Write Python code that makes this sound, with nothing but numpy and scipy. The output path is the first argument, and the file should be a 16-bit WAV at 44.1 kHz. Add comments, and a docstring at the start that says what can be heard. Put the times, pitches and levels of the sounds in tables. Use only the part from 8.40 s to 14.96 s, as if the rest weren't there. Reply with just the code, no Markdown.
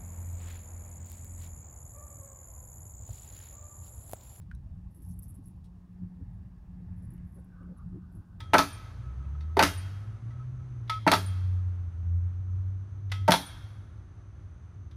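"""A steel bar clinks off its pegs and slams into two wooden posts as an athlete jumps it up, four times.
Each impact excites damped modes of wood and steel; the backyard's fence and trees reflect the sound.
Between landings the loaded bar slips and creaks on its pegs. A distant engine drones, rising and
falling with its firing rate, over a low rumble, faint machine hum, leaves and insects."""
import sys
import numpy as np
from scipy import signal
from scipy.fft import rfft, irfft, next_fast_len
from scipy.io import wavfile
from scipy.ndimage import map_coordinates

SR = 44100
rng = np.random.default_rng(int(sys.argv[2]) if len(sys.argv) > 2 else 0)


def materialize(psi):
    """Save the field psi as 16-bit PCM at rate SR to the path in sys.argv[1].

    A 1-D psi becomes a single channel; in a 2-D psi each row is a channel.
    """
    bounded = np.clip(np.atleast_2d(psi).T, -1, 1)
    quanta = np.round(bounded * 32767).astype(np.int16)
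    wavfile.write(sys.argv[1], SR, quanta)


N = 289296

# Impacts on posts and pegs. Each row: start in seconds, wood gain in dB, steel gain in dB,
# favoured pitch in Hz.
IMPACTS = [(.134, -15, -30, 3505), (.140, -13.5, -23, 1286), (.148, -11, -45, 1350),
           (.182, -22.5, -20.5, 313), (.190, -18, -24, 1227), (1.169, -18, -37, 378.6),
           (1.192, -12, -23, 4700), (1.201, -16.5, -38, 1602), (1.213, -18, -38.5, 374),
           (1.226, -23, -18, 1331), (1.234, -24, -20.5, 289.5), (2.666, -16, -42.5, 180),
           (2.676, -13.5, -27, 4200), (2.716, -15.5, -18.5, 3977), (2.728, -17, -34, 1195),
           (2.736, -22.5, -25, 177), (4.879, -14.5, -36, 660), (4.884, -16.5, -32.5, 721.5),
           (4.89, -16, -45.5, 178.3), (4.907, -25.5, -23.5, 1600), (4.919, -21, -16, 3658),
           (4.938, -24.5, -26, 892)]
# The bar shifts on its pegs or leaves them. Each row: start in seconds, click gain in dB,
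# ring gain in dB, seconds until the grip damps it, favoured pitch in Hz.
PEG_SLIPS = [(.003, -37.5, -50, 0.2, 3260), (.844, -71, -64.5, 0.014, 2600),
             (.948, -81, -62.5, 0.0076, 1290), (1.006, -51, -59, 0.023, 4400),
             (1.905, -64, -62, 0.013, 2000), (1.995, -78, -65, 0.029, 1290),
             (2.496, -24, -35.5, .088, 1200), (4.717, -26, -47, 0.22, 2584), (6.51, -55, -80, .02, 3260)]
# The engine's course. Each row: time in seconds, firing rate in Hz, gain in dB.
ENGINE_COURSE = [(0, 42.03, -33.5), (.3, 49.98, -40.5), (.85, 68.06, -34.5), (1.5, 97, -31.5),
                 (2.05, 127, -34), (2.3, 127, -36), (2.75, 100.4, -34), (2.9, 93.78, -27.5),
                 (3.08, 92.64, -24.5), (3.38, 90.6, -28), (3.55, 84.4, -34.5), (3.75, 87.64, -23),
                 (4.03, 92.64, -33), (4.22, 94.13, -25.5), (4.5, 98.7, -40), (4.82, 97.95, -25.5),
                 (5.03, 99.2, -48), (5.3, 104, -41), (6, 100, -54.5), (6.56, 97.2, -43)]


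def amp(db):
    return 10 ** (np.asarray(db) / 20)


def along(points, hz):
    """Interpolate rows of frequency and value on a logarithmic frequency axis."""
    f, v = np.transpose(points)
    return np.interp(np.log(hz + 1), np.log(f + 1), v)


def curves(rows):
    """Interpolate each column after the time to one value per sample."""
    s, *cols = np.transpose(rows)
    return [np.interp(np.arange(N) / SR, s, c) for c in cols]


def wobble(rate):
    """Slow random modulation: a spline with `rate` knots a second."""
    return map_coordinates(rng.standard_normal(int(N * rate / SR) + 4), [np.arange(N) * rate / SR])


def noise(spectrum, size):
    """Spectral shaping turns white noise into coloured noise of rms 1."""
    gain = amp(along(spectrum, np.fft.rfftfreq(size, 1 / SR)))
    x = irfft(rfft(rng.standard_normal(size)) * gain, size)
    return x / np.sqrt(np.mean(x ** 2) + 1e-20)


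def add(track, s, sound):
    """Superpose a sound on the track at s seconds."""
    part = track[max(round(s * SR), 0):][:len(sound)]
    part += sound[:len(part)]


def ring(modes, scatter_db, attack):
    """Free vibration is a sum of damped modes; each blow shares out its energy anew."""
    t = np.arange(SR // 2) / SR
    hz, db, t60 = np.transpose(modes)[:, :, None]
    level = amp(db + scatter_db * rng.standard_normal(hz.shape) - 60 * t / t60)
    phase = 2 * np.pi * rng.random(hz.shape)
    return (level * np.sin(2 * np.pi * hz * t + phase)).sum(0) * (1 - np.exp(-t / attack))


def burst(spectrum, t60, attack):
    """Dense, short-lived modes overlap into decaying noise."""
    t = np.arange(SR // 2) / SR
    return noise(spectrum, len(t)) * amp(-60 * t / t60) * (1 - np.exp(-t / attack))


def recolour(rows, gain_db):
    """Weight rows of frequency and level by a frequency-dependent gain."""
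    hz, db, *rest = np.transpose(rows)
    return np.transpose([hz, db + gain_db(hz), *rest])


def focus(hz, centre_hz, lift_db=11.5, octaves=0.18):
    """The point of excitation favours the modes around one pitch."""
    return lift_db * np.exp(-(np.log2(hz / centre_hz) / octaves) ** 2)


def echo(x, decay, delay):
    """Diffuse reflection: convolution with a noise tail whose decay depends on frequency."""
    hz, t, spectra = signal.stft(rng.standard_normal(SR), SR, nperseg=256)
    tail = signal.istft(spectra * amp(-60 * t / along(decay, hz)[:, None]), SR)[1]
    tail = np.pad(tail / np.linalg.norm(tail), (int(delay * SR), 0))
    return signal.fftconvolve(x, tail)[:len(x)]


def yard(x, fence_db, trees_db):
    """Reverberation: the direct sound is followed by a short tail off the fence, a long one off trees."""
    # Decay times. Each row: frequency in Hz, T60 in seconds.
    fence_decay = [(200, 0.35), (1200, 0.2), (4000, 0.19), (10000, 0.3)]
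    tree_decay = [(200, 0.2), (1300, 1.3), (4000, 0.92), (9500, 1), (15000, .75)]
    x = np.pad(x, (0, SR - len(x)))
    fence = amp(fence_db) * echo(x, fence_decay, delay=0.012)
    trees = amp(trees_db) * echo(x, tree_decay, delay=0.033)
    return x + fence + trees


def engine():
    """Periodic firing makes exhaust orders; the lowest two glide through the band that carries far."""
    # Transmission over the distance. Each row: frequency in Hz, gain in dB.
    exhaust_band = [(40, -28), (54, -9.5), (66, 1.5), (126, -2.5), (145, -11), (180, -27), (260, -28)]
    firing_hz, db = curves(ENGINE_COURSE)
    phase = 2 * np.pi * np.cumsum(firing_hz) / SR

    def order(k):
        dips_db = 1.86 * (1 - wobble(rate=18) ** 2)  # the level dips briefly at random
        return amp(db + along(exhaust_band, k * firing_hz) + dips_db) * np.sin(k * phase)

    return order(0.99) + amp(-2.5) * order(2)


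def machine_hum():
    """Far machines radiate a slightly wavering line spectrum; a further low drone joins late."""
    # Spectral lines. Each row: frequency in Hz, rms level in dB.
    partials = [(59.2, -59), (119, -63), (177.6, -70), (296.1, -71.5), (355.3, -72), (414.5, -77.5)]
    t = np.arange(N) / SR

    def line(hz, db):
        return amp(db + 0.37 * wobble(3.5)) * np.sin(2 * np.pi * hz * t + 0.1 * wobble(4.4))

    join_s, rise_s = 5.7, 0.36
    drone = np.clip((t - join_s) / rise_s, 0, 1) * line(hz=78, db=-51)
    return drone + np.sqrt(2) * sum(line(hz, db) for hz, db in partials)


def outdoors():
    """Amplitude-modulated noise bands: low rumble, insects, leaves in a light breeze,
    and a soft wash of reverberation fading after each landing."""
    # Noise spectra. Each row: frequency in Hz, relative density in dB.
    rumble_band = [(18, -41.5), (30, -18.5), (55, -2), (100, 5), (135, -7.5), (200, -17.5), (350, -27),
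                   (600, -56.5), (2000, -120)]
    leaf_band = [(150, 9.5), (350, -4), (550, 0.5), (900, -1.5), (1300, 0.5), (1800, -7), (2700, -14),
                 (3700, -17), (5200, -23), (8000, -27.5), (9300, -25), (12000, -37.5), (15000, -52)]
    insect_band = [(4000, -88), (5900, -8), (6250, -4.5), (6550, -13.5), (8000, -92)]
    t = np.arange(N) / SR
    engine_db = curves(ENGINE_COURSE)[1]
    swell_db, gust_db, pulse_db = 0.8 * wobble(7), 0.7 * wobble(9), 0.8 * wobble(6)
    follow_db = 0.11 * (engine_db - engine_db.mean())
    rumble = amp(-45 + follow_db + swell_db) * noise(rumble_band, N)
    breeze = amp(-61 - 0.5 * t + gust_db)  # slowly dying
    landing_tails = [(t > s) * amp(wood_db - 46.5 - 15 * np.abs(t - s)) for s, wood_db, *_ in IMPACTS]
    wash = np.linalg.norm([breeze, *landing_tails], axis=0) * noise(leaf_band, N)  # powers add
    insects = amp(-82 + pulse_db) * noise(insect_band, N)
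    return rumble + wash + insects


def slips():
    """Slipping on a peg, the bar scrapes, clicks and vibrates freely until the grip damps it."""
    # Modes of the bar clear of the pegs. Each row: frequency in Hz, level in dB, T60 in seconds.
    free_modes = [(910, 0, 0.13), (1288, 1, 0.44), (1987, -9.5, 0.14), (2575, -13, 0.22), (3262, -16, 0.38),
                  (3500, -21, .18), (3880, -15, .15), (4430, -19.5, 0.36), (5700, -16.5, .2)]
    # Contact spectrum. Each row: frequency in Hz, relative density in dB.
    click_band = [(100, -36.5), (600, -7.5), (950, -2), (1500, -2), (2100, 4.5), (2400, -3), (2900, -4),
                  (3400, 2), (3900, 3.5), (4300, -6.5), (4900, -4), (6100, -9.5), (7000, -19.5),
                  (8300, -21.5), (9600, -16), (12000, -22.5), (15000, -35.5)]
    out, t = np.zeros(N), np.arange(SR // 2) / SR
    scrape_lead_s, grip_t60_s = 0.021, 0.039
    for s, click_db, ring_db, free_s, hz in PEG_SLIPS:
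        grip = amp(-60 * np.maximum(t - free_s, 0) / grip_t60_s)
        tone = grip * ring(recolour(free_modes, lambda f: focus(f, hz)), scatter_db=1, attack=0.002)
        click = burst(click_band, t60=0.046, attack=0.0024)
        scrape = burst(click_band, t60=0.083, attack=0.003)
        add(out, s - scrape_lead_s, amp(click_db - 31.5) * scrape)
        add(out, s, amp(ring_db) * tone)
        add(out, s, amp(click_db) * yard(click, fence_db=-6.5, trees_db=-16.5))
    return out


def singing():
    """Two close, lightly damped bar modes beat after each slip and each landing's hardest clash."""
    # Each row: frequency in Hz, level in dB, T60 in seconds.
    mode_pair = [(3230, -3, .85), (3238, -10, 0.99)]
    out = np.zeros(N)
    clashes = [(s, steel_db) for s, _, steel_db, _ in IMPACTS]
    hardest = lambda s: max(db for at, db in clashes if abs(at - s) < 0.1)
    jolts = [(s, db) for s, db in clashes if db == hardest(s)]
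    jolts += [(s, click_db) for s, click_db, *_ in PEG_SLIPS]
    for s, db in jolts:
        add(out, s, amp(db - 26.5) * ring(mode_pair, scatter_db=3, attack=0.01))
    return out


def creaks():
    """Stick-slip friction on the pegs makes faint random creaks that re-excite the bar's main mode."""
    out = np.zeros(N)
    creaks_per_s, fade_db_per_s = 16, 5
    main_mode = (1290, -5.5, 0.45)  # frequency in Hz, level in dB, T60 in seconds
    starts = np.cumsum(rng.exponential(1 / creaks_per_s, size=150))
    for s, (strength, pitch) in zip(starts[starts < N / SR], rng.standard_normal((len(starts), 2))):
        creak_mode = (1420 * 2 ** (0.3 * pitch), 0, 0.047)
        db = -54 + 3.3 * strength - fade_db_per_s * s
        add(out, s, amp(db) * ring([creak_mode, main_mode], scatter_db=2, attack=0.004))
    return out


def landings():
    """Impact excitation: each contact thumps a post and clashes steel on steel with a sharp crack."""
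    # Modes of the loaded posts and landing bar. Each row: frequency in Hz, level in dB, T60 in seconds.
    post_modes = [(177, -18.5, 0.29), (282.7, -8, 0.22), (330, -12.5, .11), (392, -14, 0.16),
                  (517, -19, 0.17), (616.8, -5.5, 0.11), (660, -5, 0.097), (816, -4.5, 0.05),
                  (885, 2, 0.097), (946, -1, 0.062), (1190, -9.5, 0.083), (1293, -8.5, 0.14),
                  (1350, -9.5, 0.15), (1528, -11, 0.086), (1694, -18.5, 0.3), (1930, -12, 0.12)]
    bar_modes = [(940, -15, 0.1), (1283, -4.5, .18), (1489, -8, 0.091), (1660, -14.5, 0.18),
                 (1975, -8.5, .11), (2700, -17.5, .1), (3396, -12, 0.088), (3850, -20.5, 0.092),
                 (4200, -15.5, 0.099), (4430, -16.5, 0.11), (5900, -26.5, .12), (6040, -27, .12)]
    # Impact spectra. Each row: frequency in Hz, relative density in dB.
    thud_band = [(60, -39), (150, -1.5), (300, -4), (450, -2.5), (700, 5), (1300, -7.5), (2200, -5),
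                 (3200, -18), (6000, -40.5), (15000, -59)]
    clash_band = [(200, -4), (900, -2.5), (1400, 2.5), (2900, -5), (3500, -1.5), (4400, -2), (5200, -5.5),
                  (6100, -5), (7000, -16), (8400, -23.5), (9400, -9.5), (12000, -14), (14500, -29.5),
                  (16000, -37)]
    crack_band = [(300, -20.5), (1500, 0), (4000, 6), (7500, -5.5), (11000, -6), (14500, -9.5),
                  (16000, -17.5)]
    out = np.zeros(N)
    low_cut = signal.butter(2, 110, "highpass", fs=SR, output="sos")  # the thud is thinned below about 110 Hz
    for s, wood_db, steel_db, hz in IMPACTS:
        tilt_db_per_octave = 1.24 * np.log2(hz / 1500)  # a lower-pitched spot dulls the thud
        steel_colour = lambda f: focus(f, hz)
        wood_colour = lambda f: focus(f, hz) + tilt_db_per_octave * np.log2(f / 900)
        wood = amp(-6) * ring(recolour(post_modes, wood_colour), scatter_db=2.5, attack=0.00028)
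        wood += amp(-1.5) * burst(recolour(thud_band, wood_colour), t60=0.071, attack=0.0015)
        steel = amp(-11) * ring(recolour(bar_modes, steel_colour), scatter_db=2.5, attack=0.00037)
        steel += amp(1.5) * burst(recolour(clash_band, steel_colour), t60=0.062, attack=0.00036)
        steel += amp(6) * burst(crack_band, t60=0.012, attack=0.0008)
        add(out, s, amp(wood_db) * yard(signal.sosfilt(low_cut, wood), fence_db=-16, trees_db=-36))
        add(out, s, amp(steel_db) * yard(steel, fence_db=-5, trees_db=-19.5))
    return out


def pings():
    """Delayed reflection: each steel clash returns from across the yard as a thin, high ping."""
    # Echo spectrum. Each row: frequency in Hz, relative density in dB.
    ping_band = [(7500, -54), (9100, 1), (9550, -1), (10100, -17), (12000, -49)]
    out = np.zeros(N)
    round_trip_s = 0.146
    for s, _, steel_db, _ in IMPACTS:
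        add(out, s + round_trip_s, amp(steel_db - 28.5) * burst(ping_band, t60=0.1, attack=0.0011))
    return out


def scene():
    """Superposition: the pressures of all sources add in one channel."""
    bar = landings() + pings() + singing() + slips() + creaks()
    return (bar + engine() + machine_hum() + outdoors())[None]


def record(dry):
    """Soft saturation rounds the highest peaks; a low-pass then limits the bandwidth."""
    ceiling, top_hz = 0.5, 15400
    rounded = dry / (1 + np.abs(dry / ceiling) ** 6) ** (1 / 6)
    size = next_fast_len(N + SR)
    passband = np.fft.rfftfreq(size, 1 / SR) < top_hz
    return irfft(rfft(rounded, size) * passband, size)[:, :N]


dry = scene()
out = record(dry)
materialize(out)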